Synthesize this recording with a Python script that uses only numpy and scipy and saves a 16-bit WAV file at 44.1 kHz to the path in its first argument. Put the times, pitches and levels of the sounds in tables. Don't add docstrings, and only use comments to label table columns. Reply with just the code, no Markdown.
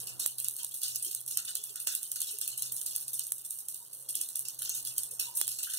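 import sys
import numpy as np
from scipy import signal
from scipy.fft import rfft, irfft, next_fast_len
from scipy.io import wavfile
from scipy.ndimage import uniform_filter1d

SR = 44100
rng = np.random.default_rng(int(sys.argv[2]) if len(sys.argv) > 2 else 0)


def to_wav(s):
    ch = np.atleast_2d(s).T
    pcm = np.round(np.clip(ch, -1, 1) * 32767)
    wavfile.write(sys.argv[1], SR, pcm.astype(np.int16))


N = 254898
TIME = np.arange(N) / SR

# start_s, snap_peak_db, spray_db (relative), coarse_crackle_db (relative to the spray)
LARGE_DROPLETS = [(0.0024, -19, -32.0, -15), (0.072, -17, -36.5, -4), (0.199, -14, -25.5, -8.5),
                  (0.2622, 0, -32.5, -10), (0.3846, -10, -32.0, -13), (0.4012, -9.5, -35, -16),
                  (0.4455, -9, -34, -7), (0.4846, -3.5, -37, -16), (0.5389, -18, -36.5, -26),
                  (0.566, -14, -41, -8.5), (0.5882, -24, -37, -2), (0.6325, -14, -39, -12.0),
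                  (0.6467, -9, -39.5, -15), (0.7129, -25, -38.5, -12), (0.7429, -17, -29.5, -14.0),
                  (0.818, -12, -35.0, -5), (0.8338, -7, -27, -6.5), (0.8833, -16, -31.0, -11),
                  (0.949, -17, -37, -9), (0.9591, -6.5, -32.5, -9), (1.0264, -13.0, -29.5, -19),
                  (1.049, -15, -29.5, -11.5), (1.1139, -14, -34.5, -10), (1.1491, -6.5, -35, -10),
                  (1.2634, -17.0, -44, -25), (1.2794, -15, -31.5, -16), (1.3117, -12, -31, -9.5),
                  (1.3732, -1.5, -35, 0), (1.4509, -19.0, -37.0, -7.0), (1.4803, -26, -34.5, -2.5),
                  (1.554, -4.5, -34, -5.5), (1.6393, -13.5, -34.5, -12), (1.7588, -14.5, -35.5, -9),
                  (1.8017, -14.5, -32.5, -14.5), (1.8725, -5.0, -27, -4), (1.925, -14.5, -33.5, -8.5),
                  (1.9513, -5.5, -31.5, -11), (2.0309, -12, -32.5, -13), (2.1171, -8, -32.5, -15),
                  (2.1602, -13.5, -34, -4), (2.2047, -9, -31.5, -8), (2.2174, -5, -31, -7.5),
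                  (2.311, -27, -32.5, -13), (2.3868, -11.5, -42.5, -10), (2.4142, -8.5, -29.5, -8),
                  (2.478, -9.5, -30.5, -13), (2.5776, -13, -29, -13.5), (2.6228, -5, -33.5, -5.5),
                  (2.7227, -11, -29, -23.5), (2.7654, -12, -33, -13.5), (2.815, -9, -33.0, -15),
                  (2.8633, -9, -29.5, -8.5), (2.9524, -29.5, -31, -9.5), (2.9624, -5, -46, -17.5),
                  (3.0816, -12.5, -33.5, -15.0), (3.1343, -23, -27, -20), (3.1945, -4.5, -31.5, -7.5),
                  (3.2686, -14.5, -36.5, -27), (3.321, -5.0, -35.5, -30), (3.3824, -19, -39.5, -15),
                  (3.45, -27, -33.5, -21), (3.5079, -12, -32.5, -21), (3.5886, -22, -35.5, -17),
                  (3.6858, -12, -32.5, -17.5), (3.745, -18, -35.0, -16), (3.9346, -19, -36, -21),
                  (4.0904, -15, -29, -15.5), (4.1541, -5, -30.5, -10), (4.214, -8, -28.5, -14.5),
                  (4.2893, -14.5, -36, -15.5), (4.3573, -9, -30, -13.5), (4.3934, -6, -36, -29),
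                  (4.4542, -18, -38.5, -4), (4.4851, -9.5, -38.5, -7), (4.5913, -15, -34, -10.5),
                  (4.6217, -13, -33, -6), (4.6516, -16, -35.5, -4.5), (4.6948, -11, -33, -2.5),
                  (4.7505, -21, -27.5, -12), (4.8515, -19, -31, -13.5), (4.8737, -17.5, -32, -8.5),
                  (4.9651, -23, -38.5, -11.5), (4.9817, -2.5, -29.5, -9), (5.0342, -12, -35, -16),
                  (5.1127, -24.5, -33.5, -21), (5.1982, -4.5, -25, -6.5), (5.3526, -25, -28.5, -29),
                  (5.373, -7.5, -24.5, -21), (5.4007, -11.0, -38, -7), (5.4141, -2.5, -41, 4.5),
                  (5.4791, -7.5, -29.0, -11), (5.5166, -24, -33, -9), (5.6318, -16, -28, -9.5),
                  (5.7001, -30, -30.5, -10.5), (5.7384, -25, -29.5, -8)]
# (per Hz, relative)
COARSE_COLOUR = [(1200, -12.5), (2000, -38.5), (2400, -5.5), (2900, 3.5), (3200, -12.5), (4200, 1),
                 (5400, 6.5), (6400, 5.5), (8000, 11.5), (12000, -44)]
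# (per Hz, relative)
SNAP_COLOUR = [(1500, -36), (3000, -24.5), (6000, -12.5), (9000, 3), (12000, 0.5), (15000, -4)]

PORT_LAG_S = .00025
PORT_PHASE = np.array([[1.5], [0]])
PAN_DB = -2
SHADE_DB = -14.5


def undb(db):
    return 10 ** (np.asarray(db) / 20)


def unit(x):
    return x / np.sqrt(np.mean(x ** 2))


def colour(x, points):
    hz, db = np.transpose(points)
    size = 2048
    grid = np.maximum(np.arange(size // 2 + 1) * SR / size, 1)
    cepstrum = irfft(np.log(undb(np.interp(np.log(grid), np.log(hz), db))))
    cepstrum[1:size // 2] *= 2
    cepstrum[size // 2 + 1:] = 0
    response = irfft(np.exp(rfft(cepstrum)))
    return signal.fftconvolve(np.atleast_2d(x), response[None], axes=1)[:, :N]


def fade(t, t60):
    return np.exp(-np.log(1000) * np.maximum(t, 0) / t60)


def add(track, start, sound):
    i = max(int(start * SR), 0)
    part = sound[..., :max(N - i, 0)]
    track[..., i:i + part.shape[-1]] += part


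def walk(rate):
    k = int(SR / rate)
    steps = np.repeat(rng.standard_normal(N // k + 1), k)
    smooth = uniform_filter1d(uniform_filter1d(steps, k), k)
    return unit(smooth[:N])


def narrow_noise(hz, rate):
    flutter = walk(rate) + 1j * walk(rate)
    return flutter * np.exp(2j * np.pi * hz * TIME)


def panned(x, db):
    return x * undb(np.array([[db], [-db]]) / 2)


def bursts(rows, rise_s):
    out, t = np.zeros(N), np.arange(SR // 2) / SR
    for s, db, t60 in rows:
        add(out, s - rise_s, undb(db) * np.minimum(t / rise_s, 1) * fade(t - rise_s, t60))
    return out


def crackle(points, per_s, spread_db, rarest=0.0034):
    count = int(per_s * N / SR)
    when, rank, sign, place = rng.random((count, 4)).T
    size = np.sign(sign - .5) * undb(-spread_db * np.log(np.maximum(rank, rarest)))
    lag = PORT_LAG_S * (2 * place - 1)
    at = (when * N).astype(int)
    ports = np.zeros((2, N))
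    np.add.at(ports[0], (at + np.round(lag * SR).astype(int)) % N, size)
    np.add.at(ports[1], at, size)
    return unit(colour(ports, points))


def small_droplets(per_s=25, jitter=1, spread_db=2.5, snap_db=9, snap_spread_db=4, merge_s=0.034):
    # time_s, spray_db (relative), coarse_crackle_db (relative to the spray)
    simmer = [(0, -67, -12), (.15, -56, -14), (.6, -41, -10), (2.8, -36, -5.5), (3.4, -44, -28),
              (4.0, -50, -33), (4.6, -44, -24), (5.3, -58, -10), (5.6, -34, -6)]
    count = int(per_s * N / SR) + 1
    size, crack, grain = rng.standard_normal((count, 3)).T
    s = (np.arange(count) + jitter * rng.random(count)) / per_s
    times, spray, coarse = np.transpose(simmer)
    spray_db = np.interp(s, times, spray) + spread_db * size
    coarse_db = np.interp(s, times, coarse) + spread_db * grain
    peak_db = spray_db + snap_db + snap_spread_db * crack
    rows = np.column_stack([s, peak_db, spray_db, coarse_db])
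    gap_s = np.abs(s[:, None] - np.array(LARGE_DROPLETS)[:, 0]).min(axis=1)
    return rows[gap_s > merge_s]


def boiling(droplets, flash_t60=0.0081, simmer_t60=0.31, body_t60=0.33, simmer_share=0.54, rise_s=0.0056,
            fine_db=-53, coarse_db=-64):
    t = np.arange(SR // 2) / SR

    def power(t60):
        flash = (1 - simmer_share) * fade(t - rise_s, flash_t60) ** 2
        simmering = simmer_share * fade(t - rise_s, t60) ** 2
        return np.minimum(t / rise_s, 1) ** 2 * (flash + simmering)

    fine_power, coarse_power = power(simmer_t60), power(body_t60)
    fine, coarse = np.full(N, undb(fine_db) ** 2), np.full(N, undb(coarse_db) ** 2)
    for s, _, db, body_db in droplets:
        add(fine, s - rise_s, undb(db) ** 2 * fine_power)
        add(coarse, s - rise_s, undb(db + body_db) ** 2 * coarse_power)
    return np.sqrt(fine), np.sqrt(coarse)


def shifting(source, flicker_db, flicker_per_s):
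    # low_hz, high_hz
    bands_hz = [(1500, 3300), (3300, 4900), (4900, 7300), (7300, 10000), (10000, 12500), (12500, 16000)]
    out = np.zeros((2, N))
    for edges in bands_hz:
        band = signal.sosfilt(signal.butter(3, edges, "band", fs=SR, output="sos"), source)
        out += band * undb(flicker_db * walk(flicker_per_s))
    return unit(out)


def bubbles(per_s, low_hz, high_hz, ring_t60):
    out, t = np.zeros((2, N)), np.arange(SR // 20) / SR
    for when, pitch, strength, place in rng.random((int(per_s * N / SR), 4)):
        hz = low_hz * (high_hz / low_hz) ** pitch
        ring = strength ** 2 * fade(t, ring_t60) * np.sin(2 * np.pi * hz * t)
        add(out[0], when * N / SR + PORT_LAG_S * (2 * place - 1), ring)
        add(out[1], when * N / SR, ring)
    return unit(out)


def pan_ring(t60=0.016):
    # pitch_hz, level_db (relative)
    modes = [(2925, -8), (3560, 7), (3843, 3), (4180, 4), (5605, -4.5), (6394, 2.5), (6733, 0)]
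    t = np.arange(SR // 10) / SR
    ring = sum(undb(db) * np.sin(2 * np.pi * hz * t) for hz, db in modes) * fade(t, t60)
    source = crackle(COARSE_COLOUR, per_s=3000, spread_db=5)
    return unit(signal.fftconvolve(source, ring[None], axes=1)[:, :N])


def sizzle(fine, coarse):
    # (per Hz, relative)
    fine_colour = [(2000, -25.5), (4000, -38), (6000, -2), (7500, -3), (8800, 14.5), (9700, 6.5),
                   (11000, 12), (12500, 7), (14000, 0), (15500, 4)]
    spray = shifting(crackle(fine_colour, per_s=5000, spread_db=2.0), flicker_db=1.5, flicker_per_s=70)
    spray = undb(-4 + 0.53 * walk(200)) * spray
    ticks = undb(-12.5) * crackle(SNAP_COLOUR, per_s=170, spread_db=1.5, rarest=0.063)
    body = shifting(crackle(COARSE_COLOUR, per_s=6700, spread_db=2.0), flicker_db=4.0, flicker_per_s=45)
    body = undb(-2 + 1.0 * walk(180)) * body
    rings = undb(-8.5) * bubbles(per_s=350, low_hz=2621, high_hz=6625, ring_t60=0.13)
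    rings += undb(-6.5) * pan_ring()
    loose = np.sqrt(fine * fine.mean())
    return (panned(fine * spray, db=PAN_DB) + panned(loose * ticks, db=SHADE_DB)
            + panned(coarse * (body + rings), db=-2.5))


def rumble(side_db=-2):
    # (per Hz, relative)
    room_colour = [(20, -1), (70, -5), (125, 13), (170, 6), (240, -2), (340, 6.5), (600, 2.5), (1000, -0.5),
                   (1600, -7), (2200, -16), (5000, -39)]
    # time_s, level_db
    room_level = [(0, -61.5), (.23, -61.5), (.3, -69), (2.4, -72), (2.7, -66.5), (3.4, -71), (5.3, -65.5),
                  (5.78, -76)]
    mid, side = rng.standard_normal((2, N))
    noise = unit(colour(mid + undb(side_db) * side * np.array([[1], [-1]]), room_colour))
    return noise * undb(np.interp(TIME, *np.transpose(room_level)) + .5 * walk(2.24))


def hum(waver_db=3.5):
    # pitch_hz, level_db (before the swell)
    tones = [(128.3, -67), (199.7, -82)]
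    # time_s, gain_db
    hum_swell = [(0, 6), (.3, -3), (1.3, -2), (1.6, -8), (2.2, -7), (2.72, 0.5), (3.53, -7), (5.23, -1.5),
                 (5.78, -8)]
    swell_db = np.interp(TIME, *np.transpose(hum_swell))
    out = np.zeros((2, N))
    for hz, db in tones:
        phase = 2 * np.pi * hz * TIME + 0.71 * walk(3.89)
        out += undb(db + swell_db + waver_db * walk(16)) * unit(np.sin(phase + PORT_PHASE))
    return out


def snaps(droplets, ring_t60=0.0097, ring_db=-16, after_db=-13, after_spread_db=0.5, after_s=.014, count=3,
          tilt_db=1):
    out = np.zeros((2, N))
    size = 2048
    t = np.arange(size) / SR
    hz, outline = np.transpose(SNAP_COLOUR)
    ports = undb([[SHADE_DB], [0]])
    for s, db, _, _ in droplets:
        tilt, strength = rng.standard_normal((2, count))
        delays = np.cumsum(rng.exponential(after_s, count))
        for k in range(count):
            clicks = rng.standard_normal((2, size)) * fade(t, ring_t60) * undb(ring_db) / 2
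            clicks[:, :1] = ports
            shape = np.column_stack([hz, outline + tilt_db * tilt[k] * np.log2(hz)])
            snap = colour(clicks, shape)[:, :size]
            level_db = db + (after_db + after_spread_db * strength[k] if k else 0)
            add(out, s + delays[k] - delays[0], undb(level_db) * snap / np.abs(snap).max())
    return out


def puffs(coarse, hollow_db=-8.0, hiss_db=-5, sputter_db=-30):
    # start_s, level_db (relative), t60_s, hollow_pitch_hz
    puff_rows = [(.588, -62.5, 0.17, 1507), (1.372, -54, 0.27, 1400), (1.485, -54.5, 0.12, 1520),
                 (1.754, -57.5, 0.27, 1403), (1.872, -51.5, 0.31, 1560), (2.414, -56, .1, 1555),
                 (4.62, -55, .14, 1580), (5.672, -51, 0.37, 1556)]
    # (per Hz, relative)
    puff_colour = [(600, -16.5), (1150, -8.5), (1450, 15.5), (1650, 3.5), (1900, 10), (2400, -27),
                   (4000, -37)]
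    hiss = undb(hiss_db) * bursts([row[:3] for row in puff_rows], rise_s=0.004)
    sputter = np.hypot(hiss, undb(sputter_db) * coarse)
    out = sputter * undb(2 * walk(70)) * crackle(puff_colour, per_s=2000, spread_db=5.0)
    flutter = walk(450) + 1j * walk(450)
    for s, db, t60, hz in puff_rows:
        hollow = np.real(flutter * np.exp(2j * np.pi * hz * TIME))
        out += bursts([(s, db + hollow_db, t60)], rise_s=0.0054) * hollow
    return panned(out, db=2)


def taps(gain_db=3.5):
    # start_s, peak_db (before the gain and panning)
    tap_rows = [(0.2606, -24), (1.873, -24.5), (3.321, -31), (5.414, -20.5), (5.479, -33.5)]
    # frequency_hz, gain_db (relative)
    tap_colour = [(40, -9), (150, 2), (400, 7), (850, 7.5), (1500, 3.5), (2500, 7), (5000, 4)]
    push = colour(signal.unit_impulse(N), tap_colour)[0]
    out = np.zeros(N)
    for s, db in tap_rows:
        add(out, s, undb(db + gain_db) * push / push.max())
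    return panned(out, db=-19.5)


def blips():
    # centre_s, pitch_hz, level_db, length_s
    blip_rows = [(0.636, 953, -66, 0.042), (1.067, 365, -58.5, 0.066), (1.59, 418, -68.5, 0.076),
                 (1.705, 400, -66.5, 0.051), (2.143, 405, -73, 0.062), (2.357, 406, -63.5, 0.1),
                 (3.823, 960, -68, 0.034), (4.093, 539, -72, 0.33), (4.188, 319.4, -62, 0.049),
                 (5.131, 450, -60, 0.039), (5.319, 955, -59.5, 0.12)]
    out = np.zeros((2, N))
    for s, hz, db, length in blip_rows:
        swell = np.exp(-(2 * (TIME - s) / length) ** 2)
        hollow = np.real(narrow_noise(hz, 160) * np.exp(1j * PORT_PHASE / 2))
        out += undb(db) * swell * unit(hollow)
    return out


def jets(flutter_per_s=1600):
    # start_s, level_db (relative), t60_s, centre_hz
    jet_rows = [(4.146, -50, 0.16, 3160), (4.696, -40.5, .3, 6500)]
    flutter = walk(flutter_per_s) + 1j * walk(flutter_per_s)
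    out = np.zeros(N)
    for s, db, t60, hz in jet_rows:
        hiss = np.real(flutter * np.exp(2j * np.pi * hz * TIME))
        out += bursts([(s, db, t60)], rise_s=0.0049) * hiss
    return panned(out, db=PAN_DB)


def kitchen(x, wet_db=-12.0, gap_s=0.001394, t60_s=0.17):
    t = np.arange(SR // 2) / SR
    tail = rng.standard_normal((2, len(t))) * (t > gap_s) * fade(t, t60_s)
    tail /= np.sqrt(np.sum(tail ** 2, axis=1, keepdims=True))
    mono = x.sum(axis=0)[None] / np.sqrt(2)
    return x + undb(wet_db) * signal.fftconvolve(mono, tail, axes=1)[:, :N]


def scene():
    droplets = np.vstack([LARGE_DROPLETS, small_droplets()])
    fine, coarse = boiling(droplets)
    pan = sizzle(fine, coarse) + snaps(droplets) + puffs(coarse) + jets()
    background = panned(rumble() + hum() + blips(), db=-1)
    return kitchen(pan) + taps() + background


def record(dry, delay_s=18 / 44100, top_hz=15450):
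    # frequency_hz, level_db
    crossfeed = [(150, -20), (1200, -7.5), (2400, 1.5), (4900, -2.5), (7500, -9), (14000, -5)]
    size = next_fast_len(N + SR // 10)
    grid = np.maximum(np.arange(size // 2 + 1) * SR / size, 1)
    hz, db = np.transpose(crossfeed)
    share = undb(np.interp(np.log(grid), np.log(hz), db))
    feed = share * np.exp(-2j * np.pi * grid * delay_s)
    wide = dry - irfft(rfft(dry[::-1], size) * feed, size)[:, :N]
    return signal.sosfilt(signal.ellip(8, .2, 70, top_hz, fs=SR, output="sos"), wide)


dry = scene()
out = record(dry)
to_wav(out)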